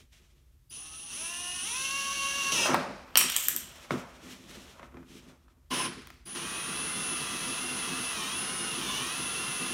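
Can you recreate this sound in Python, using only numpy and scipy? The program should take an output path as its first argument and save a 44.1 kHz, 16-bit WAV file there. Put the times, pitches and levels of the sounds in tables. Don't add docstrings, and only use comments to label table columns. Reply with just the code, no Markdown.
import sys
import numpy as np
from scipy import signal
from scipy.fft import rfft, irfft, next_fast_len
from scipy.io import wavfile
from scipy.ndimage import map_coordinates

SR = 44100
rng = np.random.default_rng(int(sys.argv[2]) if len(sys.argv) > 2 else 0)


def volts(x):
    e = np.asarray(x, float) / 20
    return 10 ** e


def bounce(signal):
    frames = np.transpose(np.atleast_2d(signal))
    limited = np.clip(frames, -1, 1)
    pcm = np.round(limited * 32767).astype(np.int16)
    wavfile.write(sys.argv[1], SR, pcm)


N = 429093
STEP = 32

# freq_hz [Hz], density_db [dB per Hz]
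FLOOR_SPECTRUM = [(18, -48.5), (30, -3), (79, -4.5), (103, -17.5), (145, -11), (170, -34), (461, -47),
                  (10500, -47), (14400, -46), (16000, -58)]
# freq_hz [Hz], t60_s [s]
SHOP_DECAY = [(150, 1), (1000, 0.47), (4000, 0.57), (9000, 0.42), (15000, 0.16)]
# freq_hz [Hz], density_db [dB per Hz]
CLOTH = [(1060, -13), (1800, 0.5), (3380, 2.5), (4880, -4), (5490, -0.5), (6020, -2), (13200, -14.5),
         (16000, -21.5)]
GEARS = [(1060, -53), (1800, -18.5), (2350, -11.5), (2690, 5.5), (2920, 2.5), (4920, -7), (5960, 6),
         (7160, -7.5), (10600, -10.5), (11300, -14.5), (16000, -24)]
SAW = [(1060, -38), (1800, -28), (2720, 4.5), (4880, -4), (6240, 1), (7490, -9.5), (9080, -7), (9860, -9.5),
       (10500, -15.5), (12200, -12), (16000, -23)]
DULL = [(1060, -30), (1800, 0.5), (5250, -2), (7630, -12), (9770, -14), (16000, -34)]
# freq_hz [Hz], density_db [dB per Hz]
TEETH = [(240, -10), (400, -6), (800, -0.5), (950, -1.5), (1030, 5), (1120, 3), (1300, 2.5), (1900, 1),
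         (2600, -2), (3400, -6), (5700, -120)]
WALLS = [(240, -46), (400, -18), (569, -2.5), (754, -9.5), (1240, -6.5), (1870, -15.5), (2600, -18),
         (3380, -40), (5720, -120)]
# centre_hz [Hz], width_hz [Hz], level_db [dB]
LID = [(129.7, 36, -6), (163.5, 10.7, 1.5), (196, 11.3, 2), (255, 16.3, 4.5), (341.3, 29, -0.5),
       (445.6, 77, -8)]
# peak_s [s], level_db [dB], fall_s [s per 10 dB], scrape_db [dB], drumming_db [dB]
JOLTS = [
    (0.0, -60, .05, -12, -2.2),
    (.13, -60, .11, -16, -12),
    (.2, -77, .7, -3, 4),
    (3.918, -48.5, .15, 6, -12),
    (3.914, -62, .055, 3, 32),
]
# peak_s [s], level_db [dB], fall_s [s per 10 dB], scrape_db [dB], drumming_db [dB]
STROKES = [(3.76, -54, .2, -3, -12), (3.55, -72, .06, 1.5, 20), (3.86, -60, .04, -10, -3),
           (4.285, -50, .115, -9, -2.5), (4.55, -49.5, .125, -8, .5), (4.7, -62, .08, -2.5, -6),
           (4.82, -63, .09, 7, 3), (4.975, -72, .055, 12, 22), (5.155, -54, .1, -11, .5),
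           (5.3, -64, .06, 1.5, 7), (5.47, -78, .3, 3, 8)]
# start_s [s], peak_db [dB], bright_db [dB], boom_db [dB]
KNOCKS = [(2.658, -18, -15, -19), (2.744, -11.5, -1, -19), (3.157, -22, -30, -12), (3.848, -43, -11, -20),
          (3.907, -16, -17, -6), (4.511, -42, 11, -15), (4.795, -37.5, -29, -4), (4.83, -37, -19, -2.5),
          (4.923, -56, -23, -1), (4.943, -46, -21, 12.5), (4.97, -39.5, -24, 6), (5.029, -49, -20, -16),
          (5.482, -51.5, -5, -9)]
# start_s [s], peak_db [dB], low_db [dB]
TICKS = [
    (5.9344, -43.5, -9),
    (6.0194, -53, 11),
    (6.0721, -33.5, -5),
    (6.103, -38.5, 2),
    (6.1414, -49, -11),
]
# start_s [s], peak_db [dB], low_db [dB], ring_db [dB]
BOUNCES = [(3.156, -7.5, 9, -20), (3.1727, 15, -19, -2.5), (3.1776, 0, -30, -4), (3.188, -7.5, -28.5, -24),
           (3.2119, -2, -2.5, -9.5), (3.2996, -12, -18, -8.5), (3.3208, -15, -5.5, -10.5),
           (3.364, -4, -8.5, -5), (3.3861, -17, -2, -16), (3.4842, -3, -10, -6.5), (3.5632, -9.5, -17, -2),
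           (3.5906, -32, -22, -7)]
# centre_hz [Hz], width_hz [Hz], level_db [dB]
STEEL = [(1230, 180, -18), (2450, 80, 14), (3130, 330, -5), (4300, 127, -23), (5600, 150, -.5),
         (8430, 490, -3), (9540, 330, -10.5), (13000, 900, -3.5)]
# centre_hz [Hz], width_hz [Hz], level_db [dB]
RIM = [(1740, 990, -12), (3090, 440, 1.5), (7500, 1820, -2), (9630, 300, -3), (13100, 590, 3.5)]
TIPS_AT_S = 3.25
# peak_s [s], level_db [dB], rise_s [s per 10 dB], fall_s [s per 10 dB]
ROLL = [
    (3.322, -31.5, .06, .17),
    (3.422, -31.5, .08, .1),
    (3.2, -44, .025, .28),
]
# on_s [s], off_s [s], upper_db [dB], lower_db [dB] of the switching lines, hum_db [dB]
RUNS = [
    (.697, 2.665, -43, -43, -57.5),
    (5.703, 5.862, -40.5, -38.5, -59),
    (6.252, 9.9, -41.5, -41.5, -55.5),
]
# start_s [s], gained_hz [commutation Hz], lag_s [s]
SQUEEZES = [
    (.698, 179.7, .018),
    (1.087, 200.8, .036),
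    (1.611, 196.5, .046),
    (2.53, -90, .009),
    (5.69, 372.7, .016),
    (6.235, 121, .025),
    (6.347, 139.2, .013),
]
# centre_s [s], lost_hz [commutation
# Hz], width_s [s]
SAGS = [(2.24, 9.3, .059), (2.93, 46, .438), (5.875, 48, .042), (6.68, 6, .12), (7.356, 19.1, .248),
        (7.556, 7.5, .047), (7.896, 22.2, .16), (8.233, 41.4, .134), (8.909, 53, .148),
        (9.111, 19.7, .146), (9.323, 14, .086), (9.602, 16.9, .197)]
# whirr_db [dB], scrape_db [dB], drumming_db [dB]
CRUISE_NOISE = [
    (-44, -59, -63),
    (-40, -42, -42),
    (-40.5, -44, -44.5),
]
# time_s [s], whirr_db [dB], scrape_db [dB], drumming_db [dB]
GRAB = [
    (2.52, -27.5, -14, -13.5),
    (2.65, -30, -8, -10),
    (2.67, -31, .6, -3),
    (2.74, -40.5, 10, 9.5),
]
# peak_s [s], level_db [dB], fall_s [s per 10 dB], scrape_db [dB], drumming_db [dB]
SPIN_TAIL = [
    (2.74, -40, .1, 9.5, 6),
    (2.75, -58, .5, 8, 3),
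]
# peak_s [s], level_db [dB], fall_s [s per 10 dB], scrape_db [dB], drumming_db [dB]
START_TAIL = [
    (5.872, -44, .13, -1.1, .5),
]
# centre_hz [Hz], width_hz [Hz], level_db [dB]
GEAR_CASE = [(520, 120, -9), (1030, 60, 8), (2950, 420, -.5), (5400, 250, -6)]
# start_s [s], level_db [dB]
CHIRPS = [
    (.695, -55),
    (5.7, -55),
    (6.256, -54),
]
# freq_hz [Hz], gain_db [dB]
HOUSING = [(150, -10.5), (500, -13), (900, -6.5), (1030, -3.5), (1200, -5), (1700, -6), (2300, -4.5),
           (2800, 3), (3400, -4.5), (4400, -15), (5200, -2.5), (6300, -5.5), (9000, -25.5)]
# commutation_hz [Hz], gain_db [dB]
UPPER = [(40, -5), (160, -3), (215, -7), (255, -.1), (320, .6), (380, -6), (525, 1.1), (556, -5)]
LOWER = [(80, -18), (130, -11), (160, -17), (180, -3), (235, -8), (260, -.1), (500, -2.2), (556, -14)]
SIDE_ORDERS = [0, -2, 2, -4, 4, -5, 5, 7]
SIDE_DB = [-31, -13.5, -42, -26, -25.5, -16, -26.5, -23]
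HUM_ORDERS = [1, 2, 3, 4, 5, 6, 7, 8, 11, 14, 17, 20, 2.812, 5.624, 8.436, 14.06, 16.87]
FREE_ORDER_DB = [-2, 4, -.5, -1.5, 3, -24.5, -1, 4.5, -5.5, -14, -4, -3, -7, -6.5, -6, -9.5, -15]
BITE_ORDER_DB = [-16, 0, -2.5, -4, 2.5, -1.5, -4, -8, 3, -1.5, 3.5, -1.5, -12.5, 1.5, .5, -.5, 1.5]
# time_s [s], load [0-1]
BITE = [
    (2.51, 0),
    (2.54, 1),
]

SWITCH_HZ = 9729.5
CRUISE_HZ = 250
SUDDEN, GENTLE = .07, .8


def unit(x):
    return x / np.sqrt(np.mean(x ** 2) + 1e-20)


def along(points, hz):
    f, v = np.transpose(points)
    return np.interp(np.log(hz + 1), np.log(f + 1), v)


def curves(rows):
    s, *cols = np.transpose(rows)
    t = np.arange(N) / SR
    return [np.interp(t, s, cols[0], -120, -120)] + [np.interp(t, s, c) for c in cols[1:]]


def fine(control):
    return np.interp(np.arange(N) / STEP, np.arange(len(control)), control)


def wobble(rate):
    knots = rng.standard_normal(int(N * rate / SR) + 4)
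    return fine(map_coordinates(knots, [np.arange(0, N, STEP) * rate / SR]))


def filtered(x, response):
    m = next_fast_len(N + SR // 2)
    return irfft(rfft(x, m) * response(np.fft.rfftfreq(m, 1 / SR)), m)[:N]


def resonances(modes):
    def response(f):
        total = 0
        for k, (centre, width, db) in enumerate(modes):
            damping = 1j * f * width
            total = total + (-1) ** k * volts(db) * damping / (centre * centre - f * f + damping)
        return total
    return response


def tent(s, db, rise, fall, order=1):
    t = np.arange(0, N, STEP) / SR - s
    return db - 10 * np.where(t > 0, t / fall, -t / rise) ** order


def swells(rows, rise, order=1):
    gains = 0
    for s, db, fall, scrape_db, drum_db in rows:
        shares = volts([[0], [scrape_db], [drum_db]])
        gains = gains + volts(tent(s, db, rise * fall, fall, order)) * shares
    return np.array([fine(g) for g in gains])


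def grit(rough_db, rate):
    return rng.standard_normal(N) * volts(rough_db * wobble(rate))


def rubbing(gains, spectrum, plastic, source):
    high = unit(filtered(source, lambda hz: volts(along(spectrum, hz))))
    scrape = unit(filtered(grit(rough_db=0, rate=90), lambda hz: volts(along(plastic, hz))))
    return np.array([volts(-1.0) * gains[0] * high + gains[1] * scrape, gains[2]])


def crack(t, low_db, high_db, band_hz, fast, slow):
    def push():
        return rng.standard_normal(len(t)) + 4 * (t == 0)
    low = signal.lfilter(*signal.butter(2, band_hz, "band", fs=SR), push()) * volts(-60 * t / slow)
    high = signal.lfilter(*signal.butter(2, band_hz[1], "high", fs=SR), push()) * volts(-60 * t / fast)
    return volts(high_db) * high / abs(high).max() + volts(low_db) * low / abs(low).max()


def background():
    colour = filtered(rng.standard_normal(N), lambda hz: volts(along(FLOOR_SPECTRUM, hz)))
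    return volts(-59 + 1.5 * wobble(6)) * unit(colour)


def shop(x):
    hz, t, z = signal.stft(rng.standard_normal(SR), SR, nperseg=256)
    decay = volts(-60 * t / along(SHOP_DECAY, hz)[:, None])
    tail = signal.istft(z * decay, SR, nperseg=256)[1]
    return signal.fftconvolve(np.pad(x, (260, 0)), tail / np.linalg.norm(tail))[:N]


def drumming():
    return unit(filtered(grit(rough_db=3, rate=40), resonances(LID)))


def hands():
    gains = swells(JOLTS, SUDDEN) + swells(STROKES, GENTLE, order=1.5)
    return rubbing(gains, CLOTH, WALLS, grit(rough_db=2.0, rate=38))


def tub():
    out, blows, t = np.zeros(N), np.zeros(N), np.arange(SR // 8) / SR
    for s, db, high_db, boom_db in KNOCKS:
        at = round(s * SR)
        knock = crack(t, 0, high_db - 8, (450, 1700), fast=0.0098, slow=0.031)
        out[at:][:len(t)] += volts(db + 1.0) * knock
        blows[at] = volts(db + boom_db + 34.5)
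    for s, db, low_db in TICKS:
        tick = crack(t, low_db, 0, (700, 3000), fast=0.0105, slow=0.015)
        out[round(s * SR):][:len(t)] += volts(db) * tick
    return out + filtered(blows, resonances(LID))


def cap():
    out, blows, t = np.zeros(N), np.zeros((2, N)), np.arange(SR // 10) / SR
    for s, db, low_db, ring_db in BOUNCES:
        at = round(s * SR)
        blow = volts(db - 5) * crack(t, low_db, 0, (700, 5000), fast=0.0089, slow=0.0093)
        out[at:][:len(t)] += blow
        blows[int(s > TIPS_AT_S), at:][:len(t)] += volts(ring_db + 13) * blow
    steel = out + filtered(blows[0], resonances(STEEL)) + filtered(blows[1], resonances(RIM))

    def modes(part):
        return unit(filtered(grit(rough_db=3.0, rate=150), lambda f: abs(resonances(part)(f)) ** 0.8))
    low, high, deep = (fine(volts(tent(*row))) for row in ROLL)
    rumble = filtered(grit(rough_db=5, rate=40), lambda f: resonances(LID)(f) + volts(along(WALLS, f) - 9))
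    rattle = low * modes(RIM[:2]) + high * modes(RIM[2:]) + deep * unit(rumble)
    return steel, volts(-2.5) * rattle


def trigger():
    t, hz = np.arange(N) / SR, np.zeros(N)
    quick, creep_s = .818, .491
    for s, gain_hz, lag in SQUEEZES:
        d = np.maximum(t - s, 0)
        rest = min(off for _, off, *_ in RUNS if off > s) + .1
        missing = quick * (1 + d / lag) * np.exp(-d / lag) + (1 - quick) * np.exp(-d / creep_s)
        hz += gain_hz * (1 - missing) * (t < rest)
    sag = sum(lost_hz * np.exp(-((t - s) / width) ** 2) for s, lost_hz, width in SAGS)
    gates = []
    for on, off, *_ in RUNS:
        attack = 1 - np.exp(-np.maximum(t - on, 0) / .011)
        release = np.exp(-np.maximum(t - off, 0) / .012)
        gates.append(attack * release)
    return np.maximum(hz - sag, 10), sag, np.array(gates)


def drill_noise(turn, speed, sag, gates):
    t, beat = np.arange(N) / SR, 1 + 0.17 * np.cos(turn)
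    effort = np.maximum(speed + .04 * SR * np.gradient(speed), 10)
    law = volts(7 * np.log2(effort / CRUISE_HZ))
    idle, start, cut = volts(CRUISE_NOISE)[..., None] * (gates * law)[:, None]
    press = volts(np.outer((6, 18, 18), np.clip(t - 2.2, 0, 1)))
    idle = idle * press * (t < GRAB[0][0])
    cut[0] *= volts(.11 * sag)
    free = rubbing(idle, GEARS, TEETH, beat * grit(rough_db=1.0, rate=100))
    whirr_db, scrape_db, drum_db = curves(GRAB)
    grab_gains = volts(whirr_db + [0 * t, scrape_db, drum_db])
    grab = rubbing(grab_gains, GEARS, WALLS, grit(rough_db=-0.5, rate=130))
    tails = rubbing(swells(SPIN_TAIL, SUDDEN), DULL, WALLS, grit(rough_db=1.0, rate=60))
    tails += rubbing(swells(START_TAIL, SUDDEN), DULL, TEETH, grit(rough_db=0.5, rate=72))
    strain = volts(-35.5) * gates[1] + volts(-54 + .24 * sag) * gates[2] * law
    tails[0] += strain * unit(filtered(grit(rough_db=3, rate=60), resonances(GEAR_CASE)))
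    sawing = rubbing(start + cut, SAW, TEETH, beat * grit(rough_db=0.5, rate=120))
    return free + grab + tails + sawing


def start_chirps():
    chirps, t = np.zeros(N), np.arange(1300) / SR
    pair = np.sin(np.pi * SWITCH_HZ * t) + 0.78 * np.sin(3 * np.pi * SWITCH_HZ * t)
    for s, db in CHIRPS:
        chirps[round(s * SR):][:len(t)] = volts(db) * pair * np.sin(np.pi * t / t[-1]) ** .4
    return chirps


def motor_hum(hz, turn, speed, sag):
    load = np.interp(np.arange(N) / SR, *np.transpose(BITE))
    rough = .2 + .8 * load
    hum = np.zeros(N)
    for k, free_db, bite_db in zip(HUM_ORDERS, FREE_ORDER_DB, BITE_ORDER_DB):
        db = free_db + load * (bite_db - free_db)
        level = db[::STEP] + along(HOUSING, k * hz[::STEP]) + 2.65 * wobble(25)[::STEP]
        hum += fine(volts(level)) * np.sin(k * turn + rough * wobble(90))
    hum *= volts(11.5 * np.log2(speed / CRUISE_HZ) + 5 * load + .14 * sag)
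    return hum * volts(-.003 * SR * abs(np.gradient(speed)))


def motor(speed, sag, gates):
    upper, lower, drone = volts(np.transpose(RUNS)[2:]) @ gates
    upper = upper * volts(along(UPPER, speed))
    lower = lower * volts(along(LOWER, speed))
    hz = speed * (1 + .006 * wobble(40))
    turn = 2 * np.pi * np.cumsum(hz) / SR
    carrier = 2 * np.pi * SWITCH_HZ * np.arange(N) / SR + 0.15 * wobble(60)
    whine = upper * volts(wobble(10)) * np.sin(carrier + turn)
    whine += lower * volts(2.0 * wobble(6)) * np.sin(carrier - turn)
    for k, db in zip(SIDE_ORDERS, SIDE_DB):
        whine += upper * volts(db + 1.1 * wobble(6.1)) * np.sin(carrier + k * turn)
    hum = drone * motor_hum(hz, turn, speed, sag)
    return np.sqrt(2) * (whine + hum) + start_chirps(), turn


def scene():
    drive = trigger()
    tones, turn = motor(*drive)
    steel, rattle = cap()
    knocks = tub()
    rub, drums = drill_noise(turn, *drive) + hands()
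    wet = volts(-9.5) * shop(tones) + volts(-3.5) * shop(steel) + volts(-8.5) * shop(knocks)
    mix = tones + steel + rattle + knocks + wet + rub + drums * drumming() + background()
    return np.tile(mix, (2, 1))


def low_pass(x):
    return signal.sosfilt(signal.butter(12, 17160, fs=SR, output="sos"), x)


def record(dry):
    soft = dry[0] / (1 + abs(dry[0] / .62) ** 4) ** (1 / 4)

    def band(hz):
        top = np.clip((16000 - hz) / 250, 0, 1)
        return top / np.sqrt(1 + (46 / (hz + 1)) ** 8)
    heard = filtered(soft, band)
    return low_pass(np.tile(heard, (2, 1)))


dry = scene()
out = record(dry)
bounce(out)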